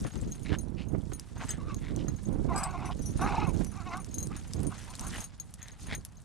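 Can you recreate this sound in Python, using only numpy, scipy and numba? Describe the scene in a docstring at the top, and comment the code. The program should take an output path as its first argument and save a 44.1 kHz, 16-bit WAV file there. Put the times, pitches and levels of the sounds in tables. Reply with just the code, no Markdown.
"""Small dogs wrestle on dry grass in an open park, with wind on a two-port microphone.
First wind and a thump on the left, nose snorts (resonated air), modal tag clinks, ticks (ringing noise).
Then a whine, a long and a loud growl, a softer one and short grunts: fold pulses through moving resonances.
Large-tag clinks cross the growls; snorts return up to the end.
Throughout: crackling grass (random snaps), faint jingling, a gusty breeze mostly on the right, park hush."""
import sys
import numpy as np
from scipy import signal
from scipy.fft import rfft, irfft
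from scipy.io import wavfile
from scipy.ndimage import uniform_filter1d
from numba import njit

SR = 44100
rng = np.random.default_rng(int(sys.argv[2]) if len(sys.argv) > 2 else 0)


def store_pcm(level_fs):
    """Save levels as 16-bit WAV."""
    pcm = np.round(np.clip(level_fs, -1, 1) * 32767).astype(np.int16)
    wavfile.write(sys.argv[1], SR, np.atleast_2d(pcm).T)


N = 275184
TIME = np.arange(N) / SR
CUTOFF_HZ = 15600


def from_db(db):
    """Decibels to gain."""
    return 10 ** (np.asarray(db) / 20)


def rms_one(x):
    """Scale to unit power."""
    return x / np.sqrt(np.mean(x ** 2) + 1e-20)


def in_time(rows):
    """Each column of a curve at every sample."""
    s, *columns = np.transpose(rows)
    return [np.interp(TIME, s, column) for column in columns]


def at_hz(points, hz):
    """Read a spectrum on a log-frequency axis."""
    f, value = np.transpose(points)
    return np.interp(np.log(hz), np.log(f), value)


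def drift(rate_hz):
    """Smooth chance with spread 1, changing about rate_hz times a second."""
    step = 20  # computed at every 20th sample, then interpolated
    r = np.exp(-2 * np.pi * step * rate_hz / SR)
    noise = rng.standard_normal(N // step + 2002)
    slow = signal.lfilter([1], [1, -2 * r, r * r], noise)[2000:]  # drop the filter's onset
    return np.interp(np.arange(N) / step, np.arange(len(slow)), rms_one(slow))


def coloured(x, spectrum):
    """Causal (minimum-phase) filter with the given spectrum; white noise keeps its power."""
    size = 8192
    hz = np.arange(size // 2 + 1) * SR / size + 1
    gain = rms_one(from_db(at_hz(spectrum, hz)))
    fold = np.r_[1, np.full(size // 2 - 1, 2), np.zeros(size // 2)]
    cepstrum = irfft(np.log(gain)) * fold
    impulse = irfft(np.exp(rfft(cepstrum)))
    return signal.fftconvolve(np.atleast_2d(x), impulse[None], axes=1)[:, :N]


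def butter(x, order, hz, kind="low"):
    """Butterworth filter."""
    return signal.sosfilt(signal.butter(order, hz, kind, fs=SR, output="sos"), x)


def resonance(x, hz, width_hz):
    """Two-pole band-pass with gain 1 on top."""
    r = np.exp(-np.pi * width_hz / SR)
    zeros = np.array([1, 0, -1]) * (1 - r * r) / 2
    return signal.lfilter(zeros, [1, -2 * r * np.cos(2 * np.pi * hz / SR), r * r], x)


@njit
def moving_resonance(x, angle, r):
    """The same band-pass with centre (radians a sample) and pole radius given at each sample."""
    y = np.zeros(len(x))
    for i in range(2, len(x)):
        drive = (1 - r[i] ** 2) / 2 * (x[i] - x[i - 2])
        y[i] = drive + 2 * r[i] * np.cos(angle[i]) * y[i - 1] - r[i] ** 2 * y[i - 2]
    return y


def panned(x, left_db):
    """Level difference between the two ports."""
    return x * from_db(np.array([[left_db], [-left_db]]) / 2)


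def add(out, s, sound):
    """Mix a short stereo sound in at time s."""
    start = int(np.clip(s * SR, 0, N - 1))
    out[:, start:start + sound.shape[-1]] += sound[..., :N - start]


# tilt of the side noise: hz, likeness (1 = least side)
LIKENESS = [(3000, 1), (12000, 0.3)]


def stereo_noise(spectrum):
    """Noise nearly alike at both ports; a faint side part, weighted to the treble, sets them apart."""
    side_spectrum = []
    for hz, db in spectrum:
        unlike = np.clip(1 - at_hz(LIKENESS, hz), .01, 1) / 2
        side_spectrum.append((hz, db + 10 * np.log10(unlike)))
    mid = coloured(rng.standard_normal(N), spectrum)
    side = coloured(rng.standard_normal(N), side_spectrum)
    return rms_one(mid + from_db(-25) * side * [[1], [-1]])


def swelling(base, swells, rise_s, fall_s):
    """Level in dB of a slow base with swells on top; each rises, holds and falls."""
    power = from_db(in_time(base)[0]) ** 2
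    for start_s, length_s, db in swells:
        outside = np.maximum((start_s - TIME) / rise_s, (TIME - start_s - length_s) / fall_s)
        power = power + (from_db(db) * np.exp(-np.clip(outside, 0, 10) ** 2)) ** 2
    return 10 * np.log10(power)


# upper resonances of the muzzle: centre_hz, width_hz, relative_db
MUZZLE = [(2167, 190, 1), (2600, 81, -0.5), (3700, 250, -8), (5300, 270, -15)]
THROAT_HZ, THROAT_WIDTH_HZ, MOUTH_WIDTH_HZ = 770, 170, 170
VOICE_FADE_S = 0.0081


def voice(curve, throat_db, bite_db=0, rasp=0.74, snarl_db=-3, snarl_ratio=1.312, throb_db=2.5, throb_hz=70):
    """Vocal folds swing evenly when clear and lurch when rough; their pulses ring throat and moving mouth."""
    start_s, end_s = curve[0][0], curve[-1][0]
    near = (TIME > start_s - .05) & (TIME < end_s + .05)
    t = TIME[near]
    level_db, pitch_hz, rough, mouth_hz, treble_db = [c[near] for c in in_time(curve)]
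    rough = np.clip(rough, 0, 1)

    even_cycles = np.cumsum(pitch_hz * (1 + .024 * drift(110)[near])) / SR
    harmonics = range(1, int(SR / 2 / pitch_hz.max()))
    clear = rms_one(sum(np.cos(2 * np.pi * k * even_cycles) for k in harmonics))
    uneven_cycles = np.cumsum(pitch_hz * (1 + .16 * drift(130)[near])) / SR
    pulses = np.diff(np.floor(uneven_cycles), prepend=0)
    pulses = rms_one(pulses * from_db(5 * drift(170)[near]))
    air = rng.standard_normal(len(t)) * (1 + np.cos(2 * np.pi * uneven_cycles))
    lurching = rms_one(pulses + rasp * air)
    source = np.cos(np.pi / 2 * rough) * clear + np.sin(np.pi / 2 * rough) * lurching

    mouth_angle = 2 * np.pi * mouth_hz * (1 + .08 * rough * drift(35)[near]) / SR
    mouth_r = np.full(len(t), np.exp(-np.pi * MOUTH_WIDTH_HZ / SR))
    mouth = moving_resonance(source, mouth_angle, mouth_r)
    # a rough snarl bares the teeth and adds a resonance above the mouth's
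    snarl = rough * moving_resonance(source, snarl_ratio * mouth_angle, mouth_r)
    throat = resonance(source, THROAT_HZ, THROAT_WIDTH_HZ)
    low = mouth - from_db(snarl_db) * snarl - from_db(throat_db) * throat
    low = butter(low, 2, [min(1.55 * pitch_hz.mean(), 600), 1900], "band")

    high = 0
    breathy = source + air * rough * rasp
    for (hz, width_hz, db), bared in zip(MUZZLE, [0, 0, 1, 1]):  # bite_db sets the upper two
        # lips and tongue tremble: each resonance wanders and flickers on its own
        angle = 2 * np.pi * hz * (1 + .055 * drift(22)[near]) / SR
        flicker = from_db(db + bared * bite_db + 3 * drift(35)[near])
        high = high + flicker * moving_resonance(breathy, angle, np.full(len(t), np.exp(-np.pi * width_hz / SR)))
    high = butter(high, 2, [1500, 7000], "band")

    # even out both bands over 16 ms, so that the curve sets the level
    low, high = [band / np.sqrt(uniform_filter1d(band * band, size=700) + 1e-12) for band in (low, high)]
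    outside_s = np.maximum(np.maximum(start_s - t, t - end_s), 0)
    fade = np.exp(-(outside_s / VOICE_FADE_S) ** 2)
    throb = throb_db * rough * drift(throb_hz)[near]
    out = np.zeros(N)
    out[near] = (low + from_db(treble_db) * high) * fade * from_db(level_db + throb)
    return out


# thin wavering whine: time_s, level_db, pitch_hz
WHINE = [(1.585, -61, 599), (1.612, -50.5, 548), (1.641, -60, 600), (1.66, -58, 575), (1.685, -49, 618),
         (1.704, -45.5, 583), (1.745, -55, 552)]


def whine(rough=0.48, treble_db=-10):
    """A thin voice with the mouth tuned to its second harmonic."""
    curve = [(s, db, hz, rough, 2 * hz, treble_db) for s, db, hz in WHINE]
    return voice(curve, throat_db=-12)


# short grunts: peak_s, rise_s, level_db, pitch_hz, roughness (0-1), mouth_hz
GRUNTS = [(4.319, 0.012, -45.5, 410, 0.54, 1240), (4.729, 0.026, -47, 215, 0.8, 1180),
          (4.913, 0.035, -50, 258, 0.4, 980), (5.053, 0.062, -46, 262, 0.54, 1130)]


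def grunts(edge_db=-11, release_share=0.65, glide_per_s=3.2, treble_db=-13):
    """Each grunt swells and dies a little faster, while pitch and mouth glide upward together."""
    out = 0
    for s, rise_s, db, hz, rough, mouth_hz in GRUNTS:
        curve = []
        for t, drop_db in [(-rise_s, edge_db), (0, 0), (release_share * rise_s, edge_db)]:
            glide = 1 + glide_per_s * t
            curve.append((s + t, db + drop_db, hz * glide, rough, mouth_hz * glide, treble_db))
        out = out + voice(curve, throat_db=-5.0)
    return out


# growls, all with columns time_s, level_db, pitch_hz, roughness (0-1), mouth_hz, treble_db
# a long growl that clears into short hoots
LONG_GROWL = [(2.493, -45.5, 356.2, 0.65, 1090, -14.5), (2.515, -32, 339.5, 0, 1070, -26),
              (2.536, -44, 334.3, 0.8, 1060, -4), (2.548, -34, 392, 0.54, 1140, -22),
              (2.59, -38.5, 408, 0.68, 1090, -10.5), (2.63, -37, 396, 0.82, 1110, -14),
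              (2.672, -39, 371, 0.45, 1150, -13.5), (2.727, -47.5, 361, 0.9, 1120, -12),
              (2.755, -36.5, 360, 0.1, 1100, -19), (2.778, -49, 363.3, 0.8, 930, -5.5),
              (2.85, -40.5, 364, 0.72, 1080, -13), (2.877, -50, 380, 0.65, 1065, -1),
              (2.902, -36.5, 364, 0.3, 1090, -28), (2.918, -46, 372, 0.6, 1120, -19)]
# the loud growl, the mouth opening, closing and opening again
LOUD_GROWL = [(3.197, -46, 351.6, 1, 1340, -15), (3.213, -40, 352.7, 0.3, 1230, -8),
              (3.219, -29.5, 364.7, 0.34, 1170, -17), (3.256, -32, 413, 0.74, 1300, -19),
              (3.278, -34, 418.4, 0.7, 1300, -6.5), (3.305, -34.5, 410.4, 0.5, 1120, -12.5),
              (3.324, -40.5, 405, 0.95, 1010, -7), (3.344, -31, 418, 0.66, 920, -19),
              (3.369, -40, 430, 0.77, 870, -6), (3.384, -25.5, 427, 0.1, 890, -21),
              (3.404, -41.5, 414.6, 0.97, 1040, -4.5), (3.428, -32, 427, 0.3, 1160, -11.5),
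              (3.455, -43, 387.4, 0.87, 1180, -2), (3.48, -38, 356.6, 0.08, 1150, -18.5),
              (3.502, -47.5, 325.7, 0.4, 980, -6)]
# a softer, clearer growl that swells late
SOFT_GROWL = [(3.725, -58.5, 331, 0.7, 1330, -9), (3.78, -49, 393.4, 0.2, 1190, -9.5),
              (3.825, -50, 333, 0.24, 1280, -12), (3.847, -60, 363, 0.8, 1110, -6),
              (3.872, -40.5, 368.6, 0.07, 1110, -8.5), (3.9, -47.5, 339.6, 0.5, 990, -12),
              (3.938, -37.5, 345.5, 0.28, 1210, -5), (3.968, -41.5, 385, 0.54, 1220, -23),
              (4.008, -52, 381.6, 0.35, 1160, -9)]


def growls():
    """All calls of the dogs, each with its own weight of throat and its own bite."""
    long = voice(LONG_GROWL, throat_db=1.0, bite_db=-5.0)
    loud = voice(LOUD_GROWL, throat_db=1.5, bite_db=-1.0)
    soft = voice(SOFT_GROWL, throat_db=-3.0, bite_db=-2.0)
    return whine() + long + loud + soft + grunts()


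# snorts and huffs: peak_s, rise_s, fall_s, level_db, nose_hz
SNORTS = [(0.067, 0.022, 0.019, -47.5, 1620), (.468, 0.017, 0.0097, -47.5, 2250),
          (0.495, 0.012, 0.015, -46, 2340), (0.543, 0.025, 0.014, -40, 1720),
          (0.799, 0.02, 0.039, -49, 2630), (1.372, 0.011, 0.011, -49.5, 980),
          (1.426, 0.027, 0.017, -40.5, 1100), (1.507, 0.029, 0.053, -48, 1800),
          (1.885, 0.059, 0.031, -50.5, 2000), (2.005, 0.022, 0.022, -51.5, 3070),
          (2.925, 0.015, 0.0096, -48, 3000), (4.345, 0.033, 0.046, -52, 1460),
          (4.8, 0.023, 0.046, -53, 1840), (5.163, 0.038, 0.015, -42, 1740),
          (5.641, 0.051, 0.098, -56, 1900), (5.931, 0.036, 0.024, -39.5, 2070)]
# spectrum of their air: hz, relative_db (per Hz)
SNORT_AIR = [(300, 12.5), (750, 16), (1300, 10.5), (2300, 8), (3800, 7.5), (5500, 1.5), (10000, -7),
             (13000, -56)]


def snorts(nose_width_hz=560, nose_db=14.0, upper_db=6, upper_ratio=1.69, flutter_db=1.5):
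    """Short blasts of air through two nose resonances, chopped by uneven flaps of the soft palate."""
    flaps = np.cumsum(140 * (1 + .35 * drift(60))) / SR  # about 140 a second
    chop = .22 + np.exp(-3.5 * (flaps % 1))
    air = stereo_noise(SNORT_AIR) * chop * from_db(flutter_db * drift(49))
    out = np.zeros((2, N))
    for s, rise_s, fall_s, db, hz in SNORTS:
        near = (TIME > s - 3 * rise_s) & (TIME < s + 3 * fall_s)
        t, flow = TIME[near] - s, air[:, near]
        nose = from_db(nose_db) * resonance(flow, hz, nose_width_hz)
        upper = from_db(upper_db) * resonance(flow, hz * upper_ratio, nose_width_hz)
        swell = np.exp(-(t / np.where(t < 0, rise_s, fall_s)) ** 2)
        out[:, near] += from_db(db) * rms_one(flow + nose + upper) * swell
    return out


# rustle of grass, fur and collars: time_s, relative_db
SCUFFLE = [(0.0, -58), (.534, -65.5), (.76, -73), (1.12, -66), (2.98, -64.5), (3.27, -59), (3.6, -65),
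           (4.33, -63), (5.235, -52), (5.28, -69.5), (6.238, -70.5)]
# quick lunges through the grass: start_s, length_s, relative_db
LUNGES = [(1.403, 0.12, -59.5), (3.541, 0.12, -58.5), (5.794, 0.16, -60)]


def movement_db():
    """How hard the dogs stir the grass."""
    return swelling(SCUFFLE, LUNGES, rise_s=0.011, fall_s=0.013)


# faint jingling: its strength, half its range, and the power of the movement that its rate follows
JINGLE_DB, JINGLE_SPREAD_DB, JINGLE_FOLLOWS = -65, 5, 0.9


def blows(clinks, answer, count):
    """The clear clinks and some faint ones at random: s, then dB in each mode group, by the place struck."""
    chance = np.cumsum(from_db(JINGLE_FOLLOWS * movement_db()))
    faint = []
    for when, force, place in rng.random((count, 3)):
        s = np.interp(when, chance / chance[-1], TIME)
        faint.append((s, JINGLE_DB + JINGLE_SPREAD_DB * (2 * force - 1), place))
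    face_db, rim_db = np.transpose(answer)
    return [(s, *(db + face_db + np.clip(place, 0, 1) * (rim_db - face_db)))
            for s, db, place in list(clinks) + faint]


def tag(clinks, modes, groups, detune, rattle_hz, left_db, spread_db, contact_s=0.00029):
    """A metal disc is struck and bounces once; rattling on its ring shifts and blurs its modes."""
    out, t = np.zeros((2, N)), TIME[:SR // 4]
    for s, *strengths_db in clinks:
        bounce_s = rng.uniform(.004, .02)
        for (hz, db, t60_s), group in zip(modes, groups):
            shift, lean, lag = rng.standard_normal(3)
            blur = np.cumsum(rng.standard_normal(len(t))) * np.sqrt(2 * np.pi * abs(rattle_hz) / SR)
            phase = 2 * np.pi * hz * (1 + detune * shift) * t + uniform_filter1d(blur, size=30)
            phase = phase + np.array([[1], [-1]]) * 0.42 * lag  # radians, opposite at the ports
            decay = from_db(strengths_db[group] + db - 60 * t / t60_s)
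            envelope = decay * (1 - np.exp(-t / contact_s))
            ring = panned(np.sin(phase) * envelope, left_db + spread_db * lean)
            add(out, s, ring)
            add(out, s + bounce_s, ring * from_db(-14))
    return out


# clear clinks: time_s, strength_db (relative), place struck (0 face - 1 rim)
SMALL_CLINKS = [(0.3202, -49.5, 0.23), (0.586, -49, 0.44), (1.1338, -52.5, 0.72), (1.505, -42, 0.48),
                (2.0827, -50, .05), (4.142, -47, 0.64), (4.1828, -45, 0.5), (4.2039, -49.5, 0.58),
                (4.2273, -47.5, 0.6), (4.365, -56.5, 0.82), (4.6676, -58.5, 1), (5.0667, -52, 0.85),
                (5.2041, -50.5, 0.57), (5.241, -50, 0.68), (5.3996, -47, 0.45), (5.6282, -54.5, 0.4),
                (5.9497, -48, 0.65)]
# modes: mode_hz, relative_db, t60_s
SMALL_TAG = [(4080, -13, 0.088), (6500, 8, 0.061), (9355, 11.5, 0.094), (12130, 14.5, 0.045)]
# mode group of each mode: index into the answer
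STRUCK_WITH = [0, 0, 1, 2]
# answer of the mode groups to a blow, lowest first: face_db, rim_db
SMALL_ANSWER = [(3.5, 0), (-34.5, 3), (-24.5, -15.5)]


def small_tag():
    """Small disc: clear clinks and 70 faint ones."""
    clinks = blows(SMALL_CLINKS, SMALL_ANSWER, count=70)
    return tag(clinks, SMALL_TAG, STRUCK_WITH, detune=0.0063, rattle_hz=25.1, left_db=5.0, spread_db=4.5)


# clear clinks: time_s, strength_db (relative), place struck (0 face - 1 rim)
LARGE_CLINKS = [(1.4914, -34.5, 0.058), (2.5604, -29, 0.44), (2.578, -25.5, 0.49), (2.6336, -35.5, 0.031),
                (2.8556, -41.5, 0.78), (3.0193, -43.5, 0.78), (3.058, -43, 0.93), (3.2134, -39.5, 0.83),
                (3.666, -46.5, 0.81)]
# modes: mode_hz, relative_db, t60_s
LARGE_TAG = [(4940, 8, 0.071), (5760, -1, 0.18), (5980, 6, 0.16), (7850, 13, 0.019), (8070, 5, 0.11),
             (9750, -5.5, 0.17), (11250, -8.5, 0.13)]
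# borders between the mode groups: edge_hz
GROUP_EDGES_HZ = [5400, 7000, 9000]
# answer of the mode groups to a blow, highest first: face_db, rim_db
LARGE_ANSWER = [(-39, 6.5), (-3.5, -26), (-56, -1), (-14, -27)]


def large_tag():
    """Larger disc with its ring: clear clinks and 10 faint ones."""
    groups = [sum(hz < edge_hz for edge_hz in GROUP_EDGES_HZ) for hz, db, t60_s in LARGE_TAG]
    clinks = blows(LARGE_CLINKS, LARGE_ANSWER, count=10)
    return tag(clinks, LARGE_TAG, groups, detune=0.00057, rattle_hz=29.8, left_db=5.5, spread_db=2)


# dry ticks of clasps, paws and snapping stalks: time_s, strength_db (relative), ring_hz
TICKS = [(.2144, -46, 7600), (1.119, -31.5, 1250), (1.1967, -37, 6130), (1.745, -41, 6600),
         (1.9624, -40, 6250), (2.6389, -31.5, 7800), (3.6468, -37.5, 6330), (3.971, -43, 6200),
         (4.0457, -43, 5300), (4.2712, -40.5, 8300), (4.535, -34.5, 4960), (4.6324, -41.5, 9800),
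         (4.9531, -37.5, 5000), (4.9947, -34.5, 6000), (5.0101, -39.5, 8500), (5.5398, -38.5, 9700),
         (5.6835, -39, 3900), (6.0503, -34.5, 11200)]
# tick spectrum: hz, relative_db (per Hz)
TICK_COLOUR = [(1000, -10.5), (4000, -4), (8200, 2.5), (10500, 1.5), (13000, -6), (15500, -15)]
CONTACT_DB, CONTACT_HZ = -44.5, 6940  # the tick that starts each clear clink of the small tag


def ticks(tail_db=-15, crack_t60_s=0.0044, tail_t60_s=.05, ring_db=8, width_hz=450):
    """Each contact is a sharp crack and a crumbling tail that ring at its pitch; low ones are duller."""
    out, t = np.zeros((2, N)), TIME[:SR // 8]
    contacts = [(s, CONTACT_DB, CONTACT_HZ) for s, db, place in SMALL_CLINKS]
    for s, strength_db, hz in list(TICKS) + contacts:
        noise = rng.standard_normal((3, len(t)))  # one shared by the ports, one for each
        shape = from_db(-60 * t / crack_t60_s) + from_db(tail_db - 60 * t / tail_t60_s)
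        crack = from_db(strength_db) * shape * (noise[0] + 0.52 * noise[1:])
        crack = butter(crack, 2, min(2 * hz, CUTOFF_HZ))
        second_ring = resonance(crack, hz * rng.uniform(0.61, 1), width_hz) / 2
        rings = resonance(crack, hz, width_hz) + second_ring
        add(out, s, crack + from_db(ring_db) * rings)
    return panned(coloured(out, TICK_COLOUR), left_db=2.5)


# grass spectrum: hz, relative_db (per Hz)
GRASS = [(600, 5), (1000, 4.5), (1900, 1.5), (5000, -2.5), (7000, -0.5), (10000, -3), (12000, -14),
         (14500, -16)]


def grass(stalks_per_s=5000, clump_db=4.5, swish=0.35, width=0.83):
    """Dry stalks of three thicknesses crackle, each in its own clumps, over the swish of fur."""
    level_db = movement_db()
    crackle = 0
    for band_hz in ([600, 3500], [3500, 7500], [7500, 15000]):
        struck = rng.random(N) < stalks_per_s / SR
        strength = rng.standard_normal(N) + width * rng.standard_normal((2, N))
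        snaps = struck * strength * from_db(clump_db * drift(34.5))
        crackle = crackle + butter(snaps, 2, band_hz, "band")
    return from_db(level_db) * (rms_one(coloured(crackle, GRASS)) + swish * stereo_noise(GRASS))


def stalks(level_db=-4, snaps_per_s=110, width_hz=330):
    """Single stiff stalks snap under the paws, each with brief rings at pitches drawn by chance."""
    strength = from_db(4 * np.minimum(rng.exponential(1, N), 3.5))
    snaps = (rng.random(N) < snaps_per_s / SR) * strength
    at = np.flatnonzero(snaps)
    rings = 0
    for hz in np.geomspace(3400, 9800, 14):
        struck = np.zeros(N)
        chosen = rng.random(len(at)) < .25
        struck[at] = snaps[at] * rng.standard_normal(len(at)) * chosen
        rings = rings + resonance(struck + 1e-18, hz, width_hz)
    return panned(rms_one(rings) * from_db(movement_db() + level_db), left_db=4)


# slowly rising and falling breeze: time_s, relative_db
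BREEZE = [(0.0, -56.5), (.42, -43), (.6, -40.5), (1.1, -41.5), (1.267, -52.5), (1.36, -43.5), (1.75, -40),
          (2.19, -44.5), (2.55, -43), (3.0, -39.5), (3.62, -36), (3.72, -44), (4.6, -46), (5.3, -52.5),
          (6.238, -54)]
# gusts on top of it: start_s, length_s, relative_db
GUSTS = [(0.021, 0.032, -38), (0.158, 0.13, -39), (0.51, 0.022, -34), (0.938, 0.023, -35.5),
         (1.925, 0.21, -39), (2.278, 0.28, -36), (3.168, 0.09, -38), (3.423, 0.17, -38.5),
         (4.179, 0.15, -43), (4.563, 0.11, -36.5), (5.023, 0.16, -43.5), (5.845, 0.14, -45)]
# left port against right: time_s, left_minus_right_db (before brightening)
LEFT_SHARE = [(0, -2), (.14, 13), (.27, 2.5), (.45, -18), (1.05, -19), (1.3, -6), (2.3, -12.5),
              (3.25, -7.5), (3.55, -20), (4.45, -5), (4.63, -13), (4.9, -6.5), (6.24, -2)]
# wind spectrum: hz, relative_db (per Hz)
WIND = [(18, -11.5), (40, 1), (100, -1), (200, -4), (300, -9.5), (600, -24.5), (2000, -49), (4000, -74)]


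def wind(lump_db=3.5, lump_hz=45, brighten=0.65):
    """Eddies hit each port on their own; stronger gusts carry smaller, higher-pitched eddies."""
    gust_db = swelling(BREEZE, GUSTS, rise_s=0.026, fall_s=0.033)
    left = from_db(in_time(LEFT_SHARE)[0])
    ports = np.array([left, np.ones(N)]) / np.hypot(left, 1) * from_db(gust_db)
    lumps = from_db(lump_db * np.array([drift(lump_hz), drift(lump_hz)]))
    eddies = coloured(rng.standard_normal((2, N)) * lumps, WIND)
    eddies = eddies / np.sqrt(uniform_filter1d(eddies ** 2, size=3000, axis=1))  # even over 68 ms
    large = signal.sosfiltfilt(signal.butter(2, 190, fs=SR, output="sos"), eddies)
    small = eddies - large
    return ports * (large + small * (ports / from_db(-39.5)) ** brighten)


# sudden dull thumps: time_s, strength_db (relative, louder port), left_minus_right_db
THUMPS = [(0.046, -21, 23), (0.947, -21.5, -38), (1.12, -31, -20), (2.08, -24, -15), (2.991, -33, -27),
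          (3.608, -22, -30), (4.175, -34, -4.5), (5.923, -32.5, 0)]
# thump spectrum: hz, relative_db (per Hz)
THUMP_COLOUR = [(40, -2.5), (170, 2), (450, -7), (900, -21.5), (2000, -29), (5000, -77)]


def thumps(swell_s=0.0032):
    """Brief low pushes of air, unrelated at the two ports."""
    out, t = np.zeros((2, N)), TIME[:SR // 16] / swell_s
    for s, strength_db, left_db in THUMPS:
        push = rng.standard_normal((2, len(t))) * t * np.exp(1 - t)
        add(out, s, panned(push, left_db) * from_db(strength_db - abs(left_db) / 2))
    return coloured(out, THUMP_COLOUR)


# distant hush: hz, relative_db (per Hz)
PARK = [(100, 6), (800, 22.5), (1300, 17.5), (2000, 10.5), (6000, -1), (10000, -64)]


def park(level_db=-68):
    """The distant hush of the park: steady coloured noise."""
    return from_db(level_db) * stereo_noise(PARK)


def scene():
    """Dogs, tags and grass in the open air, with wind at the microphone."""
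    collars = from_db(5.0) * small_tag() + from_db(1.0) * large_tag() + from_db(1.0) * ticks()
    dogs = growls() + snorts() + collars + from_db(3.5) * grass() + stalks()
    return dogs + from_db(8.5) * wind() + from_db(0.5) * thumps() + park()


def record(dry):
    """The camera cuts the deepest rumble, dulls the top octave and then cuts it."""
    sound = butter(dry, 2, 20, "high")
    sound = butter(sound, 8, 13000)
    return signal.sosfilt(signal.ellip(10, .1, 80, CUTOFF_HZ, fs=SR, output="sos"), sound)


dry = scene()
out = record(dry)
store_pcm(out)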